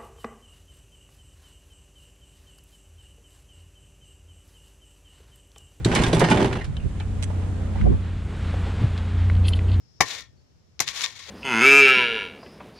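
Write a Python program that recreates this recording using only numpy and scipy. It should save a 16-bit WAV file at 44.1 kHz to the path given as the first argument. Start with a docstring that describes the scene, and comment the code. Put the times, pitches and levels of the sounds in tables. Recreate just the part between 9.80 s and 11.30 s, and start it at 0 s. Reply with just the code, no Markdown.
"""A clank and a crunch: a steel shovel chops into damp sand at the bottom of an open pit and slides on.
It lands again, clinks on grit, is pushed along in two surges and drags on lightly. Blows and rubbing
grains ring the blade, the sand damps it and the pit walls answer briefly. Of the two microphones the
left hears the shovel louder, and a few dry ticks sound close to it. Behind it all lie a faint outdoor
rumble, a thin hiss and one far ting."""
import sys
import numpy as np
from scipy import signal
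from scipy.fft import rfft, irfft
from scipy.io import wavfile

SR = 44100
rng = np.random.default_rng(int(sys.argv[2]) if len(sys.argv) > 2 else 0)


def log_audio(samples):
    """Write samples as a 16-bit WAV file to the path given in sys.argv[1]."""
    # one column per channel
    frames = np.atleast_2d(samples).T
    # limit to full scale, then quantise
    limited = np.clip(frames, -1, 1)
    pcm = np.round(limited * 32767).astype(np.int16)
    wavfile.write(sys.argv[1], SR, pcm)


N = 66150
T = np.arange(N) / SR
BINS_HZ = np.maximum(np.arange(N + 1) * SR / (2 * N), 1)

# landings on the pit floor: (time [s], ring [dB], contact cut-off [Hz], thud [dB], knock [dB])
LANDINGS = [(0.2046, -8, 1701, -25, -19.5), (1.0018, -26.5, 1180, -36, -24.5)]
# blade modes: (frequency [Hz], relative level struck [dB], relative level rubbed [dB], t60 [s])
BLADE_MODES = [(474, -18.5, -13.5, 0.035), (556, -8.5, -15, 0.084), (717, 3, -15, 0.051),
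               (801, 1.5, -21.5, 0.037), (942, -9.5, -10, .08), (1045, -4.5, -3, 0.12),
               (1130, -0.5, -1.5, 0.1), (1377, -13, -5.5, .1), (1610, -10, -13, 0.1),
               (1768, -2.5, -11, 0.11), (1843, -9, 1, .2), (1968, -7, -9.5, 0.082), (2140, -7, -5, 0.085),
               (2212, -10, -1, .14), (2297, -11, -6.5, .12), (3350, -20.5, -2.5, .2), (3570, -17, 2, .13),
               (3832, -12, -1.5, .13), (4660, -15.5, -15, .16), (4925, -6.5, -8.5, .12),
               (5700, -7.5, 1.5, .08), (6706, -1.5, -7.5, .07)]
# the ground under the blow: (frequency [Hz], relative level [dB])
THUD_SPECTRUM = [(25, -24), (52, -16), (85, 5), (140, -1), (190, -14.5), (290, -3), (500, -7), (1000, -28),
                 (3000, -60)]
# the knock within the clank: (frequency [Hz], relative level [dB])
KNOCK_SPECTRUM = [(120, -19), (280, 1), (450, -1), (600, -5), (770, 2.5), (900, -5), (1300, -6.5),
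                  (1600, -19.5), (4000, -46)]

def blows(bounce_s=.0022, bounce_db=-18):
    """The blade lands and bounces once; it clanks with a short knock and the ground thuds."""
    contact = thud_level = knock_level = 0
    for s, ring_db, soft_hz, thud_db, knock_db in LANDINGS:
        hit = click(s) + from_db(bounce_db) * click(s + bounce_s)
        contact += from_db(ring_db) * low_pass(hit, soft_hz, order=2)
        thud_level += from_db(thud_db) * burst(s, attack=.00067, t60=.13)
        knock_level += from_db(knock_db) * burst(s, attack=.00031, t60=.033)
    clank = from_db(-6.5) * ring_modes(contact, [(hz, db, t60) for hz, db, _, t60 in BLADE_MODES])
    thud = sand(THUD_SPECTRUM) * thud_level * pan(db=2.5)
    knock = sand(KNOCK_SPECTRUM) * knock_level
    return clank + knock + thud

# the edge entering the sand: (time [s], level [dB], t60 [s], low-pass [Hz])
CUTS = [(0.2046, -9, 0.07, 4997), (0.9998, -16.5, 0.059, 12800)]
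# crushed sand: (frequency [Hz], relative level [dB])
CRUNCH_SPECTRUM = [(150, -17), (400, -12.5), (900, 3.5), (1450, -6.5), (2000, 7), (2900, -6.5), (4000, -2),
                   (5800, 3), (7000, -1), (8100, -8.5), (11000, -8), (15000, -7.5)]

def crunches():
    """A fast-dying spray of crushed grains as the edge goes in."""
    grit = sand(CRUNCH_SPECTRUM)
    return sum(from_db(db) * burst(s, attack=.0041, t60=t60) * low_pass(grit, top_hz, order=1)
               for s, db, t60, top_hz in CUTS)

# the edge meeting small stones: (time [s], level [dB])
STONE_HITS = [(0.2054, -27), (0.4078, -41.5), (1.0035, -14.5)]
# ring of edge on stone: (frequency [Hz], relative level [dB], t60 [s])
EDGE_MODES = [(5790, 0.5, 0.025), (6230, 0, 0.0067), (6370, -6, .022), (7290, -1.5, 0.02),
              (10660, -4, 0.0069), (14400, -9, .008)]

def clinks():
    """Hard contacts ring the short, high modes of the edge."""
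    return ring_modes(clicks(STONE_HITS), EDGE_MODES)

# force along the pit floor, one curve per slide: (time [s], level [dB])
SLIDE_FORCES = [
    [(0.215, -80.5), (0.24, -42.5), (0.258, -35.5), (0.278, -31.5), (0.296, -34.5), (0.308, -33.5),
     (0.345, -33.5), (0.376, -37.5), (0.39, -34), (0.44, -50), (0.5, -71), (0.53, -93.5)],
    [(1.02, -24.5), (1.058, -49.5), (1.078, -26), (1.095, -29.5), (1.126, -39.5), (1.148, -33.5),
     (1.18, -29), (1.2, -28.5), (1.245, -27.5), (1.265, -31.5), (1.282, -39.5), (1.34, -45.5), (1.378, -41),
     (1.40, -41), (1.43, -41), (1.47, -42), (1.5, -37.5)],
]
# the edge catching: (time [s], level [dB], half width [s])
EDGE_CATCHES = [(0.311, -35, .007), (1.2420, -22.5, 0.0045)]
# sand hissing on steel: (frequency [Hz], relative level [dB])
SCRAPE_SPECTRUM = [(150, -21), (500, -14.5), (800, -11), (1200, -7), (2200, 2.5), (2900, -1), (3700, 4.5),
                   (5500, -2), (6900, -1), (8100, -12), (11000, -16.5), (15000, -26.5)]

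def scrape(judder_db=1.5, judder_hz=54, bright_hz=7500, bright_at_db=-35):
    """Grains rub the steel with a juddering force: they hiss, brighter when pressed, and ring it."""
    force = sum(from_db(np.interp(T, *np.transpose(rows), left=-140, right=-140))
                for rows in SLIDE_FORCES)
    judder = rms_one(low_pass(rng.standard_normal(N), judder_hz, order=2))
    force *= from_db(judder_db * judder)
    catch = swells(EDGE_CATCHES)
    rub = grains() * (from_db(-7.5) * force + from_db(-9.5) * catch)
    # long-ringing modes gather more power from the rubbing, so each is turned down by its decay time
    steel = ring_modes(rub, [(hz, db - 10 * np.log10(t60 * SR), t60) for hz, _, db, t60 in BLADE_MODES])
    grit = sand(SCRAPE_SPECTRUM)
    dull = shaped(grit, 1 / (1 + (BINS_HZ / bright_hz) ** 4))
    brightness = (force / from_db(bright_at_db)) ** .31
    hiss = dull + (grit - dull) * brightness
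    return steel + hiss * (from_db(-3.5) * force + from_db(-4.5) * catch)

# squeaking steel: (frequency [Hz], relative level [dB], t60 [s])
SQUEAK_MODES = [(1148, -14, 0.063), (2160, -12, 0.045), (2250, -14.5, 0.14), (3592, -4.5, 0.04),
                (5500, -10.5, 0.014), (7100, -9.5, 0.0092)]

def squeaks():
    """While the edge catches, stick and slip feed a few modes, which then die away."""
    catch = swells(EDGE_CATCHES)
    squeak = 0
    for hz, db, t60 in SQUEAK_MODES:
        swing = ring(catch * np.sin(2 * np.pi * hz * T), hz, t60)
        squeak += from_db(db) * swing * catch.max() / np.abs(swing).max()
    return squeak

# the lifted blade: (frequency [Hz], level [dB], t60 [s])
FREE_MODES = [(1780, -64, .25), (1833, -62, .3), (1980, -65, .22), (2183, -55, 0.12)]

def free_ring(lift_s=.425, rise_s=.011):
    """Out of the sand the blade is no longer damped, and a few modes linger."""
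    return sum(from_db(db) * burst(lift_s, rise_s, t60) * np.sin(2 * np.pi * hz * T)
               for hz, db, t60 in FREE_MODES)

# sand moving ahead of the blade: (time [s], level [dB], half width [s])
SAND_SHIFTS = [(0.32, -48.5, 0.049), (1.21, -58.5, 0.11), (1.5, -47, 0.018)]
# its low rustle: (frequency [Hz], relative level [dB])
RUSTLE_SPECTRUM = [(100, -17.5), (300, -5.5), (480, 2.5), (750, -1), (1200, -4), (3000, -30),
                   (12000, -55.5)]

def rustle():
    """Sand shifts in front of the blade in soft swells."""
    return sand(RUSTLE_SPECTRUM) * swells(SAND_SHIFTS)

# bumps in the pit floor: (time [s], level [dB], half width [s])
GROUND_BUMPS = [(0.41, -56.5, 0.035), (0.575, -56, .018), (1.08, -55.5, 0.051), (1.35, -64.5, .02)]
# their dull body: (frequency [Hz], relative level [dB])
BUMP_SPECTRUM = [(25, -25), (65, 4.5), (140, 1.5), (300, -12.5), (900, -30), (8000, -70)]

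def bumps():
    """Shifting weight and sliding sand bump quietly through the ground."""
    return sand(BUMP_SPECTRUM) * swells(GROUND_BUMPS)

# close by the left microphone: (time [s], peak level [dB])
CLOSE_TICKS = [(0.9935, -10.5), (1.0791, -7), (1.0880, -5), (1.2095, -8.5), (1.2200, -12), (1.2533, -11),
               (1.2614, -6.5)]

def ticks(low_hz=1910, top_hz=6470, right_db=-37):
    """Dry ticks of about two cycles, almost only at the left microphone."""
    high_pass = signal.butter(3, low_hz, "high", fs=SR, output="sos")
    tick = low_pass(signal.sosfilt(high_pass, click(0)), top_hz, order=12)
    left = signal.fftconvolve(clicks(CLOSE_TICKS), tick / np.abs(tick).max())[:N]
    return np.array([left, from_db(right_db) * left])

def pit_echo(x, delay_s=.0037, t60=.13, level_db=-18):
    """Rough sand walls nearby scatter a short, dull echo to each microphone."""
    scatter = low_pass(rng.standard_normal((2, N)), hz=8800, order=2)
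    echo = rms_one(scatter * burst(delay_s, attack=.00088, t60=t60)) / np.sqrt(N)
    return from_db(level_db) * signal.fftconvolve(x, echo, axes=1)[:, :N]

# open air around the pit: (frequency [Hz], relative level [dB], left minus right [dB])
AIR_SPECTRUM = [(20, -16.5, -0.5), (45, -14, 1), (70, 4, 8), (140, -2.5, 3), (220, -12, -5),
                (460, -19, -11), (1000, -27, -3.5), (2200, -30.5, -1), (3500, -31.5, 0), (5400, -29.5, 9.5),
                (7020, -34, 6), (8600, -45, 4), (15000, -49.5, 3)]

def rumble(level_db=-57.5):
    """Faint, steady outdoor rumble at both microphones."""
    colour = from_db(over_hz(AIR_SPECTRUM)) * pan(over_hz(AIR_SPECTRUM, column=2))
    return from_db(level_db) * rms_one(shaped(rng.standard_normal((2, N)), colour))

# thin hiss in the background: (time [s], level [dB])
HISS_LEVELS = [(0, -71), (.17, -64.5), (.55, -78.5), (.85, -78.5), (1.5, -65)]

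def high_hiss():
    """A high band of noise that sinks midway and returns."""
    band = ring(rng.standard_normal((2, N + 1)), hz=5330, t60=.006)
    hiss = low_pass(np.diff(band), hz=6100, order=4)
    return from_db(np.interp(T, *np.transpose(HISS_LEVELS))) * rms_one(hiss)

def far_ting(start_s=.565, level_db=-72):
    """One faint ting in the distance, a narrow band of noise dying away."""
    tone = low_pass(ring(rng.standard_normal(N), hz=4500, t60=.04), hz=7000, order=4)
    return from_db(level_db) * burst(start_s, attack=.0083, t60=.38) * rms_one(tone)

# the shovel at the microphone pair: (frequency [Hz], likeness [0-1], left minus right [dB])
MIC_PAIR = [(80, .7, 18), (400, 0.2, 11), (990, 0.7, 8), (2000, 0.8, 5), (3960, 0, 10), (6500, 0, 8),
            (9000, .05, 2.5), (15000, 0, 3)]

def at_microphones(x):
    """The shovel arrives louder on the left, most of all in the bass."""
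    return shaped(x, pan(over_hz(MIC_PAIR, column=2)))

def sand(spectrum):
    """Coloured grains at two microphones, partly alike lower down and unrelated in the treble."""
    alike, left = over_hz(MIC_PAIR), grains()
    right = shaped(left, alike) + shaped(grains(), np.sqrt(1 - alike ** 2))
    return rms_one(shaped(np.array([left, right]), from_db(over_hz(spectrum))))

def grains(per_s=24000, spread_db=2.5):
    """Dense tiny collisions of uneven size."""
    sizes = from_db(spread_db * np.minimum(rng.exponential(1, N), 5))
    signs = rng.choice([-1, 1], N)
    return rms_one(sizes * signs * (rng.random(N) < per_s / SR))

def ring(x, hz, t60):
    """One mode: a unit click sets a sine of height 1 ringing."""
    r, w = 1000 ** (-1 / (t60 * SR)), 2 * np.pi * hz / SR
    return signal.lfilter([0, np.sin(w)], [1, -2 * r * np.cos(w), r * r], x + 1e-18)

def ring_modes(x, modes):
    """One force drives several modes of alternating sign."""
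    return sum((-1) ** k * from_db(db) * ring(x, hz, t60) for k, (hz, db, t60) in enumerate(modes))

def click(s):
    """A unit impulse at a time."""
    return (np.arange(N) == int(s * SR)) * 1.

def clicks(rows):
    """Impulses at given times and levels."""
    return sum(from_db(db) * click(s) for s, db in rows)

def burst(s, attack, t60):
    """Straight rise, exponential fall."""
    return np.clip((T - s) / attack, 0, 1) * 1000 ** (-np.maximum(T - s - attack, 0) / t60)

def swells(rows):
    """Bell-shaped rises and falls."""
    return sum(from_db(db) * np.exp(-.5 * ((T - s) / half) ** 2) for s, db, half in rows)

def over_hz(table, column=1):
    """One column of a table, joined on a log-frequency axis."""
    rows = np.array(table)
    return np.interp(np.log(BINS_HZ), np.log(rows[:, 0]), rows[:, column])

def shaped(x, gain):
    """Filter by a smooth gain curve."""
    return irfft(rfft(x, 2 * N) * gain)[..., :N]

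def low_pass(x, hz, order):
    """Butterworth low-pass."""
    return signal.sosfilt(signal.butter(order, hz, fs=SR, output="sos"), x)

def pan(db):
    """Left and right gains for a level difference, with a mean of 1."""
    sides = from_db(db * np.array([[.5], [-.5]]))
    return sides / sides.mean(axis=0)

def from_db(db):
    """Decibels to gain."""
    return 10 ** (np.asarray(db) / 20)

def rms_one(x):
    """Scale to unit power."""
    return x / np.sqrt(np.mean(x ** 2) + 1e-20)

def scene():
    """The shovel down in the pit, the ticks close on the left and the open air behind."""
    shovel = blows() + crunches() + clinks() + scrape() + squeaks() + free_ring() + rustle() + bumps()
    shovel = at_microphones(shovel + pit_echo(shovel))
    air = rumble() + (high_hiss() + far_ting()) * pan(db=11.5)
    return shovel + ticks() + air

def record(dry):
    """Peaks clip at full scale and the top is cut above 15.3 kHz."""
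    top_cut = signal.ellip(10, .2, 80, 15300, fs=SR, output="sos")
    return signal.sosfilt(top_cut, np.clip(dry, -1, 1))

dry = scene()
out = record(dry)
log_audio(out)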